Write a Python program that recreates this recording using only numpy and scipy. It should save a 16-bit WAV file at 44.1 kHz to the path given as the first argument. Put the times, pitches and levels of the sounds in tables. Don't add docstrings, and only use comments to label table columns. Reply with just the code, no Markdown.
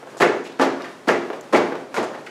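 import sys
import numpy as np
from scipy import signal
from scipy.fft import rfft, irfft
from scipy.io import wavfile
from scipy.ndimage import uniform_filter1d, minimum_filter1d

SR = 44100
rng = np.random.default_rng(int(sys.argv[2]) if len(sys.argv) > 2 else 0)


def master(y):
    cut = np.clip(np.atleast_2d(y).T, -1, 1)
    pcm = np.round(cut * 32767)
    wavfile.write(sys.argv[1], SR, pcm.astype(np.int16))


N = 101429
BINS_HZ = abs(np.fft.fftfreq(4096, 1 / SR))


def amp(db):
    return 10 ** (np.asarray(db) / 20)


def unit(x):
    return x / np.sqrt(np.sum(x ** 2) + 1e-20)


def read(table, hz=BINS_HZ):
    table_hz, values = np.transpose(table)
    return np.interp(np.log(hz + 1), np.log(table_hz), values)


def add(mix, t_s, sound):
    part = mix[max(round(t_s * SR), 0):][:len(sound)]
    part += sound[:len(part)]


def bell(hz, centre_hz, width_oct):
    return 1 / (1 + (np.log2((hz + 1) / centre_hz) / width_oct) ** 2)


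def pulse(spectrum_db):
    log_spectrum = np.conj(signal.hilbert(np.log(amp(spectrum_db))))
    return unit(np.fft.ifft(np.exp(log_spectrum)).real[:len(spectrum_db) // 2])


def burst(rise_s, fall_s):
    t = np.arange(SR // 5) / SR
    return np.minimum(t / rise_s, 1) * np.exp(-np.maximum(t - rise_s, 0) / fall_s)


def stroke(length_s, edge_s=0.0015):
    t = np.arange(SR // 5) / SR
    return np.minimum(t / edge_s, 1) * np.exp(-np.maximum(t - length_s, 0) / edge_s)


def rub(envelope, colour, spread_db):
    sizes = amp(spread_db * np.minimum(rng.exponential(1, N), 4))
    clicks = rng.standard_normal(N) * sizes
    return signal.fftconvolve(unit(clicks[:len(envelope)] * envelope), colour)


# f/Hz, T60/s
ROOM_T60 = [(60, 0.83), (150, 0.94), (350, 0.66), (850, 0.61), (2200, 0.56), (6000, 0.66), (15000, 0.14)]
# delay/s, level/dB re direct
REFLECTIONS = [(.0043, -4.5), (.0092, -6)]


def room(x, direct_db, reflect_db=0, early_db=1.5, early_s=0.082, onset_s=0.001):
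    t = np.arange(SR) / SR
    step = 12
    count = SR // step
    taps = np.zeros(SR)
    taps[np.arange(count) * step + rng.integers(0, step, count)] = rng.choice([-1., 1.], count)
    hz, frame_s, bands = signal.stft(taps, SR, nperseg=256)
    decay = amp(-60 * frame_s / read(ROOM_T60, hz)[:, None])
    tail = signal.istft(bands * decay, SR, nperseg=256)[1][:SR]
    near_walls = amp(early_db * np.exp(-(t / early_s) ** 2))
    response = unit(tail * np.minimum(t / onset_s, 1) * near_walls)
    response[0] += amp(direct_db)
    for delay_s, db in REFLECTIONS:
        response[round(delay_s * rng.uniform(.9, 1.1) * SR)] += amp(direct_db + reflect_db + db)
    return signal.fftconvolve(x, unit(response))


# f/Hz, level/dB
AIR_SPECTRUM = [(20, -32), (60, -19.5), (85, -23), (140, -0.5), (400, 2), (800, -1), (1500, -7.5),
                (3500, -17), (6500, -21), (11000, -28.5), (16000, -44)]


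def air(level_db=-44, waver_db=1.5):
    gains = amp(read(AIR_SPECTRUM, np.fft.rfftfreq(N, 1 / SR)))
    noise = irfft(rfft(rng.standard_normal(N)) * gains, N)
    drift = uniform_filter1d(uniform_filter1d(rng.standard_normal(N), size=2000), size=1500)
    return amp(level_db + waver_db * drift / drift.std()) * noise / noise.std()


# t/s, level/dB
KNOCKS = [(0.029, -10), (0.073, -11), (0.148, -13), (0.168, -9), (0.807, -5), (1.3022, 3), (1.333, -1),
          (1.7222, 3), (1.7535, 0), (2.035, 1), (2.1495, -3)]
# f/Hz, level/dB
KNOCK_SPECTRUM = [(30, -94), (130, -31.5), (300, 6), (550, 9.5), (900, 1.5), (1600, -4), (3000, -18.5),
                  (7000, -37.5), (16000, -46)]


def mount_knocks(chatter_db=-4.5):
    out, knock = np.zeros(N), pulse(read(KNOCK_SPECTRUM))
    for t_s, db in KNOCKS:
        add(out, t_s, amp(db) * room(knock, direct_db=1))
        chatter = rub(burst(rise_s=0.0012, fall_s=0.005), knock, spread_db=5)
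        add(out, t_s, amp(db + chatter_db) * room(chatter, direct_db=4.5, reflect_db=-13))
    return out


# t/s, length/s, level/dB
SWISHES = [(0.066, 0.012, -35), (0.169, 0.036, -12), (0.438, 0.039, -19), (0.826, 0.011, -35),
           (1.942, .025, -12.5), (2.027, 0.024, -13.5), (2.257, .014, -25)]
# f/Hz, level/dB
SWISH_SPECTRUM = [(30, -57), (500, -22), (2000, -7), (4500, -1.5), (7000, 1), (9500, -8.5), (12000, -14),
                  (14000, -22), (16000, -30)]


def trouser_swishes():
    out, colour = np.zeros(N), pulse(read(SWISH_SPECTRUM))
    for t_s, length_s, db in SWISHES:
        swish = rub(stroke(length_s), colour, spread_db=9)
        add(out, t_s, amp(db) * room(swish, direct_db=4.5, reflect_db=-25))
    return out


# t/s, touch level/dB, squeeze length/s, squeeze level/dB
TOUCHES = [(0.2016, 4.5, 0.012, 9.5), (0.5912, -5.5, 0.0033, -13), (1.074, -2, 0.0041, -7),
           (1.526, -3, .008, 6), (1.9430, 2.5, 0.036, 0)]
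# f/Hz, level/dB
TOUCH_SPECTRUM = [(30, -74), (130, -17.5), (300, -1.5), (600, 0.5), (1500, -1.5), (3000, -14), (7000, -24),
                  (12000, -32.5), (16000, -44)]


def toe_touches():
    out, touch = np.zeros(N), pulse(read(TOUCH_SPECTRUM))
    for t_s, db, squeeze_s, squeeze_db in TOUCHES:
        add(out, t_s, amp(db) * room(touch, direct_db=-6.5))
        swell = np.linspace(.3, 1, round(squeeze_s * SR))
        squeeze = rub(swell, touch, spread_db=0.5)
        add(out, t_s, amp(squeeze_db) * room(squeeze, direct_db=1))
    return out


# t/s, level/dB, boom f/Hz, ring offset/dB, second push delay/s, push level/dB
THUDS = [(0.2074, 17, 388, -3, 0.017, 10.5), (0.597, 14, 290.3, -0.5, .0150, 12),
         (1.0774, 13, 364, -3, .0110, 11.5), (1.5345, 18, 320, -3, .0235, 10.5),
         (1.9732, 9.5, 307, -15, 0.0088, 8)]
# f/Hz, level/dB
THUD_SPECTRUM = [(25, -75), (60, -44), (85, -42.5), (110, -21.5), (170, -14), (260, -4), (400, -2.5),
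                 (650, -2.5), (1000, -9), (1800, -17), (2800, -25), (6500, -39), (11000, -47), (16000, -80)]


def foam_thuds(boom_db=2):
    out = np.zeros(N)
    for t_s, db, boom_hz, ring_db, push_s, push_db in THUDS:
        thud = pulse(read(THUD_SPECTRUM) + boom_db * bell(BINS_HZ, boom_hz, width_oct=0.23))
        add(out, t_s, amp(db) * room(thud, direct_db=-10))
        add(out, t_s, amp(db + ring_db) * post_ring(boom_hz))
        add(out, t_s + push_s, amp(push_db) * room(thud, direct_db=-8.5))
    return out


# f/Hz, level/dB, T60/s
MODES = [(270.7, -0.5, 0.65), (349.3, -1.5, 0.74), (368, -0.5, 0.49), (409.4, 0.5, 0.58), (436, 4, 0.44),
         (519, 5, 0.37), (592.5, 1, 0.59), (706, -4, 0.51), (861, 5, 0.42), (969, -10, 0.78),
         (1173, 4, 0.17)]


def post_ring(boom_hz, gain_db=-37.5, focus_db=10.5, rise_s=0.012):
    t = np.arange(SR) / SR
    ring = np.zeros(SR)
    for hz, db, t60_s in MODES:
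        start_db = db + focus_db * bell(hz, boom_hz, width_oct=0.13)
        ring += amp(start_db - 60 * t / t60_s) * np.sin(2 * np.pi * (hz * t + rng.random()))
    return amp(gain_db) * np.minimum(t / rise_s, 1) * ring


# t/s, level/dB
CRINKLES = [(0.211, 1.5), (0.606, 4.5), (1.082, -1), (1.551, -0.5), (1.957, -3.5)]
# f/Hz, level/dB
CRINKLE_SPECTRUM = [(30, -52), (600, -1), (2000, 9), (4200, 4.5), (7000, -0.5), (9000, -15), (11500, -11),
                    (16000, -33)]


def cover_crinkles():
    out, colour = np.zeros(N), pulse(read(CRINKLE_SPECTRUM))
    for t_s, db in CRINKLES:
        crinkle = rub(burst(rise_s=0.013, fall_s=0.024), colour, spread_db=4.5)
        add(out, t_s, amp(db) * room(crinkle, direct_db=7.5, reflect_db=-5))
    return out


# t/s, length/s, level/dB, boost f/Hz
SLAPS = [(0.217, 0.0085, 16.5, 1760), (0.5952, 0.0038, 7.5, 1210), (0.609, 0.0176, 10.5, 990),
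         (1.0880, 0.0041, 14.5, 1330), (1.5434, 0.0095, 13.5, 1700), (1.965, 0.0027, 1.5, 2020)]
# f/Hz, level/dB
SLAP_SPECTRUM = [(30, -82), (150, -57), (400, 9.5), (900, -3.5), (1400, -0.5), (2200, -2.5), (3000, -12),
                 (5000, -22.5), (8000, -26), (16000, -59)]


def pad_slaps(boost_db=8, draws=4):
    out = np.zeros(N)
    for t_s, length_s, db, hz in SLAPS:
        colour = pulse(read(SLAP_SPECTRUM) + boost_db * bell(BINS_HZ, hz, width_oct=0.64))
        for _ in range(draws):
            slap = rub(stroke(length_s, edge_s=0.0011), colour, spread_db=4) / np.sqrt(draws)
            add(out, t_s, amp(db) * room(slap, direct_db=0.5, reflect_db=-3.5))
    return out


# t/s, length/s, level/dB
CRACKS = [(0.218, 0.0055, -7), (1.0840, 0.0018, -7)]
# f/Hz, level/dB
CRACK_SPECTRUM = [(30, -50), (1000, -18), (4000, 11), (7000, 1), (11000, -5), (13500, -7), (16000, -22)]


def skin_cracks():
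    out, colour = np.zeros(N), pulse(read(CRACK_SPECTRUM))
    for t_s, length_s, db in CRACKS:
        crack = rub(stroke(length_s, edge_s=0.00078), colour, spread_db=6)
        add(out, t_s, amp(db) * room(crack, direct_db=14, reflect_db=-10))
    return out


# t/s, length/s, level/dB, centre f/Hz
SCRAPES = [(0.450, 0.027, -9, 2440), (0.517, 0.011, -20, 2880), (0.798, 0.016, -5, 1300),
           (0.819, 0.0033, -14, 3040), (0.841, 0.017, -5, 1670), (1.327, 0.0085, -15.5, 2210),
           (1.753, 0.0049, -13, 2160), (2.134, 0.024, -8, 1380), (2.2633, 0.012, -7.5, 1850)]


def mount_scrapes(skirt_db_per_oct=15, knee_oct=0.18):
    out = np.zeros(N)
    for t_s, length_s, db, centre_hz in SCRAPES:
        offset_oct = np.log2(np.maximum(BINS_HZ, 30) / centre_hz)
        colour = pulse(-skirt_db_per_oct * np.hypot(offset_oct, knee_oct))
        scrape = rub(stroke(length_s), colour, spread_db=3)
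        add(out, t_s, amp(db) * room(scrape, direct_db=2, reflect_db=-19))
    return out


# f/Hz, level/dB
TICK_SPECTRUM = [(30, -50), (2000, -6), (5000, -7), (7300, 8), (9000, -12), (12000, -9), (16000, -19)]


def tick(t_s=1.4098, level_db=-19):
    out, colour = np.zeros(N), pulse(read(TICK_SPECTRUM))
    click = rub(burst(rise_s=0.0003, fall_s=0.0018), colour, spread_db=-1)
    add(out, t_s, amp(level_db) * room(click, direct_db=21, reflect_db=-10))
    return out


def scene():
    kicks = toe_touches() + foam_thuds() + pad_slaps() + cover_crinkles() + skin_cracks()
    return (kicks + mount_knocks() + mount_scrapes() + trouser_swishes() + tick() + air())[None]


def record(dry, limit_db=-3, hold_s=0.0046, cutoff_hz=15750):
    hold = round(hold_s * SR)
    allowed = np.minimum(1, amp(limit_db) / (abs(dry) + 1e-9))
    gain = uniform_filter1d(minimum_filter1d(allowed, hold), hold)
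    lowpass = signal.firwin(511, cutoff_hz, window=("kaiser", 9), fs=SR)
    return signal.oaconvolve(dry * gain, lowpass[None], "same")


dry = scene()
out = record(dry)
master(out)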